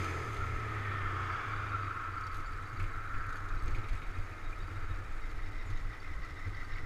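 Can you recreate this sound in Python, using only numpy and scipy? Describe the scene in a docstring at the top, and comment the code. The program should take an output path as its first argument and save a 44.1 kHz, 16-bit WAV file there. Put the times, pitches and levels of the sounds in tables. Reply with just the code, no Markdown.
"""A motorcycle rolls off the throttle, leaves the asphalt and slows to a near idle over cobblestones.
Heard from a camera case on the rider: the exhaust's harmonics sink through the boom of the case, the
chain whirrs and slaps, gears whine and the wind dies away. An oncoming car passes with singing tyres.
Stones thump through the frame and rattle small parts, and at the end the brake rubs in pulses."""
import sys
import numpy as np
from scipy import signal
from scipy.fft import rfft, irfft
from scipy.io import wavfile
from scipy.ndimage import uniform_filter1d

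SR = 44100
rng = np.random.default_rng(int(sys.argv[2]) if len(sys.argv) > 2 else 0)


def output_pcm(signal):
    """Save a mono or channel-first signal as 16-bit PCM at the path in sys.argv[1].

    Samples are clipped to [-1, 1] before scaling.
    """
    pcm = np.clip(np.atleast_2d(signal).T, -1, 1) * 32767
    wavfile.write(sys.argv[1], SR, np.round(pcm).astype(np.int16))


N = 302085
TIME = np.arange(N) / SR
BINS = np.maximum(np.fft.rfftfreq(N, 1 / SR), 1)

# engine firing rate: t/s, f/Hz
FIRING_RATE = [(0, 47.6), (.09, 44.6), (.2, 42), (.31, 35.6), (.39, 36.6), (.52, 37.8), (.88, 33.2),
               (1.0, 32), (1.32, 30.3), (1.39, 26.7), (1.68, 25.3), (2.0, 23.5), (2.2, 22.5), (3.6, 19.3),
               (5.2, 13.8), (6.85, 12.3)]
# exhaust fader, falling once the throttle is shut: t/s, gain/dB
EXHAUST_FADER = [(0, -28.5), (.07, -34.5), (.12, -32), (.16, -31), (.22, -34.5), (.35, -37), (.6, -36.5),
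                 (.88, -38), (1.28, -38.5), (1.43, -43.5), (1.55, -42.5), (1.75, -41), (2.1, -47),
                 (3.0, -48.5), (5.3, -57), (6.85, -52.5)]
# fixed EQ that the exhaust orders sink through: f/Hz, gain/dB
EXHAUST_EQ = [(40, -27), (62, -9.5), (78, -7), (88, -0.5), (99, 3.5), (112, -3), (125, -9.5), (150, -27),
              (195, -22), (255, -43), (330, -20), (425, -16), (520, -36), (900, -38)]
# orders the silencer favours or cancels: multiple of the firing rate, gain/dB
SILENCER_ORDERS = [(2, -4), (3, -0.5), (4, 0), (5, -2.5), (6, 0), (7, -3.5), (8, -1.5), (9, -6), (10, -3),
                   (11, -2.5), (12, 0.5), (13, -6), (14, -3.5), (16, -3.5)]

# crossfade from asphalt to cobbles: t/s, cobble share/0-1
COBBLE_SHARE = [(1.9, 0), (2.5, 0.83)]
# hum of the shaken case: f/Hz, gain/dB
CASE_EQ = [(45, -30), (68, -5.5), (86, -0.5), (101, 1.5), (118, -19.5), (140, -15.5), (170, -21),
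           (210, -44), (290, -25.5), (450, -49.5)]
# stones thump and the case booms: t/s, length/s, f/Hz, peak level/dB
THUMPS = [(0.45, 0.2, 84, -36), (0.55, .1, 74, -39), (2.397, 0.082, 111, -41.5), (2.603, 0.047, 98, -40),
          (2.74, 0.057, 106, -36.5), (2.823, 0.14, 96, -34), (2.886, 0.06, 91, -36), (2.98, 0.1, 94, -41),
          (3.182, 0.042, 86, -38), (3.286, 0.077, 96, -43), (3.544, 0.093, 89, -37.5),
          (3.681, 0.064, 82, -33), (3.735, 0.054, 93, -36), (3.795, 0.048, 102, -34), (3.847, .07, 92, -40),
          (3.945, .07, 87, -36), (4.186, 0.1, 89, -35), (4.247, .05, 96, -44), (4.322, 0.052, 96, -38),
          (4.716, 0.068, 88, -38), (4.774, 0.063, 98, -39), (4.837, .06, 91, -34), (4.91, 0.06, 90, -35),
          (5.004, 0.068, 93, -36.5), (5.307, 0.071, 83, -46), (5.482, 0.13, 92, -40.5),
          (5.668, 0.055, 85, -41), (5.713, 0.075, 97, -35.5), (5.817, .07, 91, -43), (6.113, .08, 83, -37),
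          (6.249, 0.039, 90, -43), (6.476, 0.069, 91, -34.5), (6.845, 0.089, 100, -41)]
# the hardest stones jar the frame: t/s, length/s, level/dB
JARS = [(2.794, 0.042, -49), (2.879, .05, -58), (3.69, 0.076, -49), (3.77, 0.078, -50), (3.838, 0.071, -49),
        (6.81, 0.11, -54.5)]
# thud of the frame: f/Hz, gain/dB
THUD_EQ = [(110, 4), (150, 7), (215, -10), (285, 4), (380, -0.5), (500, -4.5), (650, -24)]
# slow jolts of the suspension: t/s, length/s, level/dB
BUMPS = [(.41, 0.21, -38.5), (0.553, 0.11, -36), (1.061, .14, -36.5), (1.564, 0.12, -40), (2.374, 0.2, -41),
         (2.515, 0.41, -40.5), (2.835, 0.15, -31.5), (2.963, 0.25, -37.5), (3.178, .16, -31),
         (3.317, 0.17, -38), (3.432, 0.14, -37), (3.546, 0.16, -30.5), (3.657, 0.08, -27.5),
         (3.728, 0.12, -29), (3.796, 0.084, -31), (3.93, 0.14, -28), (4.084, 0.069, -32), (4.199, 0.1, -31),
         (4.476, 0.15, -32.5), (4.629, .12, -35.5), (4.828, 0.21, -35), (4.946, 0.2, -34.5),
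         (5.152, 0.19, -34), (5.261, 0.13, -33), (5.36, 0.12, -33.5), (5.446, 0.15, -33), (5.59, 0.24, -35),
         (5.747, 0.14, -30), (5.846, 0.16, -32.5), (6.122, 0.12, -39), (6.197, 0.18, -35),
         (6.497, 0.081, -34.5), (6.627, 0.13, -39), (6.74, 0.068, -29), (6.826, 0.14, -34.5)]
# sub-bass buffeting: f/Hz, gain/dB
BUFFET_EQ = [(8, -4.5), (15, 4), (22, 6.5), (33, -5.5), (48, -9.5), (65, -31), (110, -27), (250, -51)]
# rush of air and tyres: t/s, level/dB
RUSH_FADER = [(0, -48), (.2, -46.5), (.3, -50), (1.3, -52), (1.75, -52), (2.15, -56.5), (3.7, -55),
              (6.85, -57)]
# midrange body of that rush: f/Hz, gain/dB
RUSH_EQ = [(100, -45), (170, -5.5), (215, -2), (270, 4), (320, 7), (370, 0), (440, 3), (550, -3),
           (740, -1.5), (950, -4), (1400, -13), (3000, -24.5)]
# tyre hiss and grit: f/Hz, gain/dB
HISS_EQ = [(1500, 6.5), (2700, -2.5), (3200, -2), (4200, -3), (4900, -5), (5750, -9.5), (6500, -6),
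           (7400, -9.5), (8300, -12), (10000, -14), (11200, -15), (15000, -20.5)]

# chain whirr: t/s, gain/dB
WHIRR_FADER = [(0, -41.5), (.55, -43.5), (1.2, -38), (1.65, -40), (2.2, -41), (2.5, -45), (2.9, -48.5),
               (3.3, -47), (3.55, -46.5), (4.05, -51.5), (5.05, -52.5), (5.3, -54.5), (6.85, -52.5)]
# resonances of the case and running gear: f/Hz, width/Hz, gain/dB
WHIRR_MODES = [(1098, 39, -2.5), (1239, 58, 0), (1279, 68, -0.5), (1383, 94, -5), (1534, 54, -5.5),
               (1768, 77, -17)]
# the one sharp ring in the whirr: t/s, f/Hz
WHIRR_PITCH = [(0, 1312), (.25, 1291), (.45, 1322), (.62, 1305), (.8, 1237), (1.02, 1271), (1.25, 1306),
               (2.05, 1316), (2.25, 1287), (2.45, 1321), (3.6, 1325)]
# how much of the whirr sits in that ring: t/s, power share/0-1
WHIRR_FOCUS = [(0, 0.55), (.5, 0.63), (.9, 0.24), (1.4, 0.15), (1.9, 0.17), (2.3, 0.45), (3.3, 0.2),
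               (4.2, .15), (6.85, 0.03)]
# dry rubbing of chain and brake: t/s, gain/dB
RUB_FADER = [(0, -40), (.3, -45.5), (.7, -44), (.95, -43), (1.15, -47.5), (1.4, -45), (1.9, -48),
             (2.45, -51.5), (3.55, -53.5), (3.75, -51.5), (4.35, -51.5), (5.9, -54), (6.55, -52),
             (6.77, -50), (6.85, -50)]
# resonances of the rubbing chain: f/Hz, width/Hz, gain/dB
CHAIN_MODES = [(1743, 140, 5), (2118, 154, 4.6), (2365, 150, 0.5)]

# wind over the case: t/s, level/dB
WIND_FADER = [(0, -54.5), (.2, -59.5), (.5, -66), (1.0, -74), (1.7, -70), (2.1, -77), (2.8, -86),
              (6.85, -89)]
# its edge tones: f/Hz, width/Hz, gain/dB
EDGE_TONES = [(3330, 450, 0.5), (4970, 450, -2.5), (6240, 170, 2.5), (6930, 720, -5.5), (8900, 680, -9.5),
              (12100, 880, -10)]
# jingle of loose fittings: t/s, gain/dB
JINGLE_FADER = [(0, -70), (1.3, -52), (2.2, -58), (3.0, -55), (3.7, -58), (4.6, -58), (5.4, -61.5),
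                (6.85, -64)]
# the fittings: f/Hz, gain/dB, t60/s, touch rate/Hz, shaken loose at t/s
FITTINGS = [(2444, 8, 0.027, 12, 3), (3747, -5, 0.055, 28, 4), (3896, -8, 0.046, 18, 0),
            (4550, -7, 0.027, 13, -3), (4640, -5, 0.027, 16, -2), (5465, -5, .025, 15, 3.5),
            (6470, -12, 0.03, 26, 2.5), (6870, -9, 0.024, 15, 2.7), (7900, -12, 0.04, 13, 0),
            (11030, -11, 0.017, 10, 1.4)]
# plastic ticks on bumps: t/s, crunch level/dB, snap gain/dB
TICKS = [(0.0448, -45, -52), (0.329, -54, -57), (0.3441, -54, -54), (0.368, -51, -56), (2.2111, -54, -58),
         (2.267, -54, -57), (2.331, -60, -58), (2.3453, -55, -55), (2.357, -57, -60), (2.369, -60, -55),
         (2.381, -61, -59), (2.4041, -59, -60), (2.625, -59, -61), (2.7967, -58, -55), (2.8256, -61.5, -57),
         (3.2651, -64, -59), (3.292, -56, -61), (3.327, -54, -58), (3.3565, -56, -57), (3.369, -56, -60),
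         (3.4862, -54, -62), (3.6243, -58, -62), (3.635, -61, -57), (3.6588, -58, -57), (3.6797, -50, -61),
         (3.7065, -58, -60), (3.716, -58, -66), (3.7519, -55, -64), (3.764, -62, -64), (3.783, -64, -64),
         (3.8853, -53, -60), (3.894, -58, -59), (3.9314, -56, -58), (3.9521, -62, -57), (3.978, -65, -62),
         (5.7018, -52, -59), (5.774, -54.5, -66), (6.2479, -54, -60)]
# dull crunch of a tick: f/Hz, gain/dB
CRUNCH_EQ = [(2000, 14.5), (3000, 10), (4400, 8.5), (5300, -1), (5900, 0), (6400, 11.5), (7000, 1),
             (7700, -7), (12000, -18)]
# crisp snap of a tick: f/Hz, gain/dB
SNAP_EQ = [(4000, -6), (7000, -12), (8200, 2), (10000, -5), (11200, -2), (13000, -9), (15000, -15)]
# the chain slaps: t/s, length/s, level/dB
SLAPS = [(0.154, .04, -46), (0.284, 0.057, -45), (0.428, 0.11, -39), (0.874, .02, -40), (0.925, 0.032, -39),
         (1.062, 0.022, -36), (1.206, 0.009, -36), (1.358, 0.017, -35), (1.54, 0.022, -36.5),
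         (1.72, 0.018, -41), (1.748, 0.049, -35), (1.911, 0.015, -36.5), (1.975, 0.022, -34.5),
         (2.181, 0.057, -41), (3.313, 0.035, -42), (3.541, 0.016, -38), (6.256, 0.032, -48.5),
         (6.632, 0.011, -43)]

# gear whine: t/s, level/dB
WHINE_FADER = [(0, -70), (.7, -53), (.97, -53), (1.17, -58), (1.45, -57), (1.9, -58), (2.3, -59),
               (2.7, -85)]
# its partials: multiple of the mesh rate, gain/dB, smear/Hz
WHINE_PARTIALS = [(1, 5.5, 74), (2, -10.5, 1100), (3, -29, 330), (4, -37, 480)]
# resonances of the gear housing: f/Hz, gain/dB
HOUSING_EQ = [(1000, -4.5), (1440, 3), (1545, -11), (1620, 6), (1700, -14), (1800, 7), (1950, -4.5),
              (2280, -3), (2700, 1), (3350, 11), (4200, -5), (5200, -8), (7000, -14)]
# a ring in the rubbing climbs as the bike slows: t/s, f/Hz, level/dB
CLIMBING_RING = [(.5, 1896, -77), (.9, 2015, -56), (1.2, 2151, -54.5), (1.45, 2263, -55),
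                 (1.8, 2475, -59.5), (2.2, 2548, -69), (2.5, 2581, -90)]
# hiss of the car's tyres: f/Hz, gain/dB
CAR_EQ = [(900, 15), (1500, 0), (2800, 11), (4100, -11), (4700, 1), (5300, -3), (5800, -7), (6500, -4.5),
          (7200, -15), (7700, -9), (8600, -28), (13000, -29)]

# a loose metal part tinks: t/s, strike gain/dB
TINKS = [(1.560, -59), (1.692, -59), (1.827, -60), (1.861, -66), (1.921, -65), (1.966, -64), (2.138, -63),
         (2.1787, -60), (2.2373, -55), (2.2717, -57), (2.3155, -59), (2.4588, -57), (2.5306, -60),
         (2.6603, -62), (2.696, -63), (2.7696, -59), (3.092, -68), (3.263, -68), (3.3622, -60),
         (3.592, -62), (3.925, -63), (4.6243, -60), (4.677, -63), (4.831, -65), (4.947, -67), (5.22, -66),
         (5.299, -64), (6.000, -57), (6.230, -61), (6.547, -59), (6.646, -61), (6.751, -62)]
# its modes: f/Hz, gain/dB, t60/s
TINK_MODES = [(4610, 5.5, 0.048), (4650, -7, .018), (7950, -16, .02)]
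# a second part chinks at the edge of the cobbles: t/s, strike gain/dB
CHINKS = [(2.207, -62), (2.268, -57)]
# its modes: f/Hz, gain/dB, t60/s
CHINK_MODES = [(5280, 0, .04), (5560, -1, .035), (5720, -5, 0.033)]
# a third part clinks once the cobbles get rough: t/s, strike gain/dB
CLINKS = [(3.325, -60), (3.493, -62), (3.744, -64), (3.783, -64), (3.834, -61), (3.888, -62), (3.976, -59),
          (4.026, -60), (4.146, -60), (4.459, -60), (4.588, -62), (4.603, -54), (4.647, -63), (4.756, -63),
          (4.807, -61), (4.907, -57), (5.219, -59), (5.298, -61), (5.432, -59), (5.594, -60), (5.714, -63),
          (5.758, -63), (5.914, -62), (6.378, -59), (6.427, -61), (6.573, -63), (6.732, -57)]
# its modes: f/Hz, gain/dB, t60/s
CLINK_MODES = [(3770, 1.5, 0.086), (3830, -12, 0.042), (6850, -12, .03)]
# brief squeaks: t/s, length/s, f/Hz, gain/dB
SQUEAKS = [(2.476, 0.063, 7120, -75), (4.532, 0.019, 2400, -52.5), (5.681, 0.058, 6960, -73),
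           (6.05, 0.022, 2500, -64)]
# light touches of the brake pads: t/s, level/dB
PAD_FADER = [(0, -69), (2.75, -51.5), (3.0, -46), (3.3, -43), (3.6, -54), (4.5, -58), (4.85, -51.5),
             (5.2, -57), (6.85, -81)]
# their resonances: f/Hz, width/Hz, gain/dB
PAD_MODES = [(1310, 107, 13), (1435, 440, 2.5), (1664, 52, -10)]
# the case knocks: t/s, strike gain/dB
KNOCKS = [(2.799, -37), (2.840, -44), (3.14, -43), (3.680, -47), (3.748, -40.5), (3.785, -44), (3.842, -43),
          (3.89, -45), (3.955, -46), (4.018, -42.5), (4.42, -67), (5.38, -52), (5.62, -50), (6.626, -51),
          (6.770, -42.5)]
# its modes: f/Hz, gain/dB, t60/s
KNOCK_MODES = [(163.5, -12, 0.086), (273, -8.5, 0.073), (1280, -3, 0.044), (1550, -23, 0.015),
               (2230, -5, 0.04), (2506, -11.5, 0.035)]
# chatter of the case in its mount: f/Hz, gain/dB
CHATTER_EQ = [(1200, -13), (1800, -10), (2200, 4), (2500, -1), (2900, -10), (4000, -15), (7000, -33)]
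# crossfade from chain rub to brake: t/s, brake's power share/0-1
BRAKE_SHARE = [(0, 0.02), (5.1, 0.09), (5.6, 0.6), (6.0, 0.7), (6.85, 0.99)]
# resonances of the scraping brake: f/Hz, width/Hz, gain/dB
BRAKE_MODES = [(1567, 18, 4), (1870, 73, 1.5), (2050, 93, 2), (3600, 610, -19), (5320, 300, -17.5)]


def from_db(db):
    """Decibels to gain."""
    return 10 ** (np.asarray(db) / 20)


def unit_rms(x):
    """Scale to unit rms."""
    return x / np.sqrt(np.mean(x ** 2) + 1e-20)


def levelled(x, window_s):
    """Ride the gain to hold the running rms at one."""
    power = uniform_filter1d(x ** 2, max(int(window_s * SR), 2))
    return x / np.sqrt(np.maximum(power, 0) + 1e-4 * np.mean(x ** 2))


def curve(rows, column=1):
    """One column of an automation table at every sample."""
    columns = np.transpose(rows)
    return np.interp(TIME, columns[0], columns[column])


def fader(rows):
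    """Gain at every sample from automation in dB."""
    return from_db(curve(rows))


def drift(rate_hz):
    """Smooth random modulation with unit spread."""
    hop = 16
    knots = N // hop + 2
    hz = np.fft.rfftfreq(knots, hop / SR)
    slow = irfft(rfft(rng.standard_normal(knots)) / (1 + (hz / rate_hz) ** 2), knots)
    return np.interp(np.arange(N) / hop, np.arange(knots), unit_rms(slow))


def equalised(x, eq):
    """Apply an EQ curve, rolled off beyond its ends; unit rms."""
    hz, db = np.transpose(eq)
    skirts = 1 / (1 + (BINS / hz[-1] / 2) ** 4) / (1 + (hz[0] / BINS / 2) ** 4)
    gain = from_db(np.interp(np.log(BINS), np.log(hz), db))
    return unit_rms(irfft(rfft(x) * skirts * gain, N))


def noise(eq):
    """Noise with the colour of an EQ curve; unit rms."""
    return equalised(rng.standard_normal(N), eq)


def resonate(x, hz, width_hz):
    """One resonance with unit gain at its peak."""
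    r = np.exp(-np.pi * width_hz / SR)
    feedback = [1, -2 * r * np.cos(2 * np.pi * hz / SR), r * r]
    return signal.lfilter(np.array([1, 0, -1]) * (1 - r * r) / 2, feedback, x)


def band(x, low_hz, high_hz, order):
    """Band-pass."""
    return signal.sosfilt(signal.butter(order, [low_hz, high_hz], "band", fs=SR, output="sos"), x)


def ring(clicks, hz, t60):
    """A unit click sets a sine of height one ringing."""
    r, w = from_db(-60 / (t60 * SR)), 2 * np.pi * hz / SR
    return signal.lfilter([0, np.sin(w)], [1, -2 * r * np.cos(w), r * r], clicks + 1e-18)


def strikes(events):
    """One click for each event."""
    times, db = np.transpose(events)
    clicks = np.zeros(N)
    clicks[(times * SR).astype(int)] = from_db(db)
    return clicks


def struck(events, modes):
    """Blows ring the modes of a small body."""
    clicks = strikes(events)
    return sum(from_db(db) * ring(clicks, hz, t60) for hz, db, t60 in modes)


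def bursts(events, eq, decay_s):
    """Each event is a noisy burst of micro-cracks that dies away."""
    envelope = signal.lfilter([1], [1, -np.exp(-1 / (decay_s * SR))], strikes(events) + 1e-18)
    return envelope * noise(eq)


def swell(t, length):
    """A smooth rise and fall centred on t."""
    return np.cos(np.pi * np.clip((TIME - t) / length, -.5, .5)) ** 2


def swells(events):
    """An envelope with one swell of force for each event."""
    return sum(from_db(db) * swell(t, length) for t, length, db in events)


def phase_of(hz):
    """Running phase of a moving pitch."""
    return 2 * np.pi * np.cumsum(hz) / SR


def smeared(phase, smear_hz):
    """A tone broadened into a narrow band; unit level."""
    return drift(smear_hz) * np.sin(phase) + drift(smear_hz) * np.cos(phase)


def friction(modes, grain_db, band_hz):
    """Grainy sliding contact excites each mode; unit level."""
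    grain = from_db(grain_db * drift(76))
    rings = sum(from_db(db) * resonate(grain * rng.standard_normal(N), hz, width)
                for hz, width, db in modes)
    return levelled(band(rings, *band_hz, order=3), 0.16)


def on_surface(asphalt_db, cobble_db):
    """A gain that slides from its asphalt setting towards its cobble setting."""
    return from_db(asphalt_db + curve(COBBLE_SHARE) * (cobble_db - asphalt_db))


def lumps(depth_db=3.2, rate_hz=15):
    """An uneven gain, as stone after stone passes under the wheels."""
    return from_db(depth_db * curve(COBBLE_SHARE) * drift(rate_hz))


def exhaust(cycles, firing_hz, unevenness=.12, stumble_cycles=.002):
    """Orders of the firing rate swell in turn as they sink through the boom near 100 Hz."""
    eq_hz, eq_db = np.transpose(EXHAUST_EQ)
    orders, lift_db = np.transpose(SILENCER_ORDERS)
    cycles = cycles + stumble_cycles * drift(19)   # on a shut throttle, firings come early or late
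    tone = 0
    for k in range(2, 17):
        weight = from_db(np.interp(k * firing_hz, eq_hz, eq_db) + np.interp(k, orders, lift_db))
        tone += weight * np.sin(2 * np.pi * (k * cycles + rng.random()))
    strength = 1 + unevenness * drift(26)   # no two firings are quite alike
    return fader(EXHAUST_FADER) * strength * tone


def road_shake(thump_envelope):
    """The road keeps the case humming; each thump booms, thuds in the frame and clatters the chain."""
    hum = on_surface(asphalt_db=-50, cobble_db=-52) * lumps() * levelled(noise(CASE_EQ), 0.0405)
    booms = sum(from_db(db) * swell(t, length) * np.sin(2 * np.pi * (hz * TIME + rng.random()))
                for t, length, hz, db in THUMPS)
    thud = np.hypot(from_db(-19) * thump_envelope, swells(JARS)) * levelled(noise(THUD_EQ), .03)
    clatter = from_db(-22) * thump_envelope * friction(CHAIN_MODES, grain_db=0.5, band_hz=(1210, 4030))
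    return hum + booms + thud + clatter


def air_and_road(firing_hz, thump_envelope):
    """Slow buffeting, the rush of the tyres, and a hiss that turns gritty on the cobbles."""
    sway = np.hypot(on_surface(asphalt_db=-48, cobble_db=-43) * lumps(), swells(BUMPS))
    buffet = sway * levelled(noise(BUFFET_EQ), 0.054)
    rush = fader(RUSH_FADER) * noise(RUSH_EQ)
    grains = rng.standard_normal(N) * from_db(2 * curve(COBBLE_SHARE) * drift(140))
    rolling_db = -60.5 + 4 * np.log2(firing_hz / 30)   # hiss on asphalt grows with speed
    grit_spray = from_db(-33) * thump_envelope
    hiss_gain = np.hypot(on_surface(rolling_db, cobble_db=-61.5), grit_spray)
    return buffet + rush + hiss_gain * equalised(grains, HISS_EQ)


def chain_whirr():
    """The running chain: a sharp ring wanders near 1.3 kHz in a broader cluster of resonances."""
    focus = curve(WHIRR_FOCUS)
    cluster = friction(WHIRR_MODES, grain_db=1, band_hz=(853, 2110))
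    sharp = levelled(smeared(phase_of(curve(WHIRR_PITCH)), smear_hz=42), 0.94)
    blend = np.sqrt(focus) * sharp + np.sqrt(1 - focus) * cluster
    return from_db(-1.57) * fader(WHIRR_FADER) * blend


def chain_rub():
    """Dry friction of the chain, fading out as the brake takes over."""
    rub = from_db(-4.5) * friction(CHAIN_MODES, grain_db=0.5, band_hz=(1270, 3150))
    return fader(RUB_FADER) * np.sqrt(1 - curve(BRAKE_SHARE)) * rub


def wind():
    """Air hisses over the edges of the case while the bike is still fast."""
    air = rng.standard_normal(N)
    edges = sum((-1) ** k * from_db(db) * resonate(air, hz, width)
                for k, (hz, width, db) in enumerate(EDGE_TONES))
    return fader(WIND_FADER) * unit_rms(band(edges, 1700, 10500, order=2))


def jingle():
    """Fittings touch at random, each with its own note, once the road has shaken them loose."""
    out = np.zeros(N)
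    for hz, db, t60, touch_rate, loose_at in FITTINGS:
        touches = (rng.random(N) < touch_rate / SR) * (TIME > loose_at)
        force = fader(JINGLE_FADER) * from_db(db + rng.uniform(-2, 2.8, N))
        out += resonate(ring(touches * force, hz, t60), hz, width_hz=500)
    return out


def plastic_ticks():
    """Plastic ticks on bumps: a dull crunch topped with a crisp snap."""
    crunch = bursts([(t, db) for t, db, _ in TICKS], CRUNCH_EQ, decay_s=0.0092)
    snap = bursts([(t, db) for t, _, db in TICKS], SNAP_EQ, decay_s=0.003)
    return crunch + from_db(-3.5) * snap   # the case muffles the snap


def chain_slaps():
    """Each slap briefly swells the main resonance of the whirr."""
    return swells(SLAPS) * levelled(band(rng.standard_normal(N), 1329.6, 1383, order=3), 0.004)


def gear_whine(cycles, teeth_per_firing=57):
    """Teeth mesh at a multiple of engine speed; backlash smears the tone and the housing colours it."""
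    mesh_phase = 2 * np.pi * teeth_per_firing * cycles
    teeth = sum(from_db(db) * smeared(k * mesh_phase, smear_hz) for k, db, smear_hz in WHINE_PARTIALS)
    return fader(WHINE_FADER) * equalised(teeth, HOUSING_EQ)


def climbing_ring():
    """A rough ring and its inharmonic overtone glide upwards."""
    hz, db = curve(CLIMBING_RING), curve(CLIMBING_RING, column=2)
    phase = phase_of(hz)
    overtone = from_db(-9.5) * smeared(1.52 * phase, smear_hz=170)
    return from_db(db) * (smeared(phase, smear_hz=90) + overtone)


def oncoming_car(pass_s=1.21, speed_m_s=25, gap_m=6.5, tread_hz=1707, wake_db=5):
    """The tread sings fore and aft and drops in pitch as the car passes; hiss trails behind it."""
    along_m = speed_m_s * (TIME - pass_s)
    distance_m = np.hypot(along_m, gap_m)
    receding = along_m / distance_m   # -1 far ahead, +1 far behind
    emitted_s = TIME - distance_m / 343   # the changing delay gives the Doppler drop
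    song = levelled(smeared(2 * np.pi * tread_hz * emitted_s, smear_hz=40), 0.14)
    tread = from_db(-44) * np.hypot(receding, .3) * song
    hiss = from_db(-55 + wake_db * receding) * noise(CAR_EQ)
    return (gap_m / distance_m) ** 2 * (tread + hiss)


def metal_rattles():
    """The road knocks three loose metal parts, each with its own bright ring."""
    tinks = band(struck(TINKS, TINK_MODES), 4430, 4650, order=1)
    chinks = struck(CHINKS, CHINK_MODES)
    clinks = band(struck(CLINKS, CLINK_MODES), 3540, 3900, order=1)
    return tinks + chinks + clinks


def squeaks(waver=0.0045):
    """Short stick-slip tones with an unsteady pitch."""
    out = np.zeros(N)
    for t, length, hz, db in SQUEAKS:
        phase = phase_of(hz * (1 + waver * drift(106)))
        out += from_db(db + 9) * swell(t, length) * np.sin(phase)
    return out


def pad_touches():
    """The brake pads graze the disc and ring softly."""
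    return fader(PAD_FADER) * friction(PAD_MODES, grain_db=-0.5, band_hz=(1270, 2020))


def case_knocks():
    """Each knock rings the case and leaves it chattering in its mount."""
    clicks = strikes(KNOCKS)
    body = sum((-1) ** k * from_db(db) * ring(clicks, hz, t60)
               for k, (hz, db, t60) in enumerate(KNOCK_MODES))
    chatter = from_db(-8.5) * bursts(KNOCKS, CHATTER_EQ, decay_s=0.019)
    return body + chatter


def brake_rub(disc_hz=6.06, low_spot_s=6.5, dip_db=7, dip_half_s=0.025):
    """The pads scrape and squeal on the disc, losing their grip briefly once a turn."""
    scrape = from_db(0.5) * friction(BRAKE_MODES, grain_db=2.5, band_hz=(1276.6, 6100))
    squeal_hz = 2000 + 50.03 * drift(22)   # wavers with pad pressure
    squeal = from_db(-1) * levelled(smeared(phase_of(squeal_hz), smear_hz=45), .06)
    from_low_spot_s = np.sin(np.pi * disc_hz * (TIME - low_spot_s)) / (np.pi * disc_hz)
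    grip = from_db(-dip_db * np.exp(-(from_low_spot_s / dip_half_s) ** 2))
    return fader(RUB_FADER) * np.sqrt(curve(BRAKE_SHARE)) * grip * (scrape + squeal)


def scene():
    """Mono mix: engine and road carry the low end; drive, rattles, wind and car sit above them."""
    firing_hz = curve(FIRING_RATE)
    cycles = np.cumsum(firing_hz) / SR
    thump_envelope = swells([(t, length, db) for t, length, _, db in THUMPS])
    engine = exhaust(cycles, firing_hz)
    drive = chain_rub() + pad_touches() + brake_rub() + chain_whirr()
    drive += gear_whine(cycles) + chain_slaps() + climbing_ring()
    drive *= 1 + 0.11 * np.cos(2 * np.pi * cycles)   # each firing shakes the drive
    bed = road_shake(thump_envelope) + air_and_road(firing_hz, thump_envelope) + wind()
    rattles = plastic_ticks() + metal_rattles() + case_knocks() + jingle()
    return (engine + drive + bed + rattles + squeaks() + oncoming_car())[None]


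def record(dry):
    """A steep high cut at 15.2 kHz."""
    return signal.sosfilt(signal.ellip(10, .2, 80, 15200, fs=SR, output="sos"), dry)


dry = scene()
out = record(dry)
output_pcm(out)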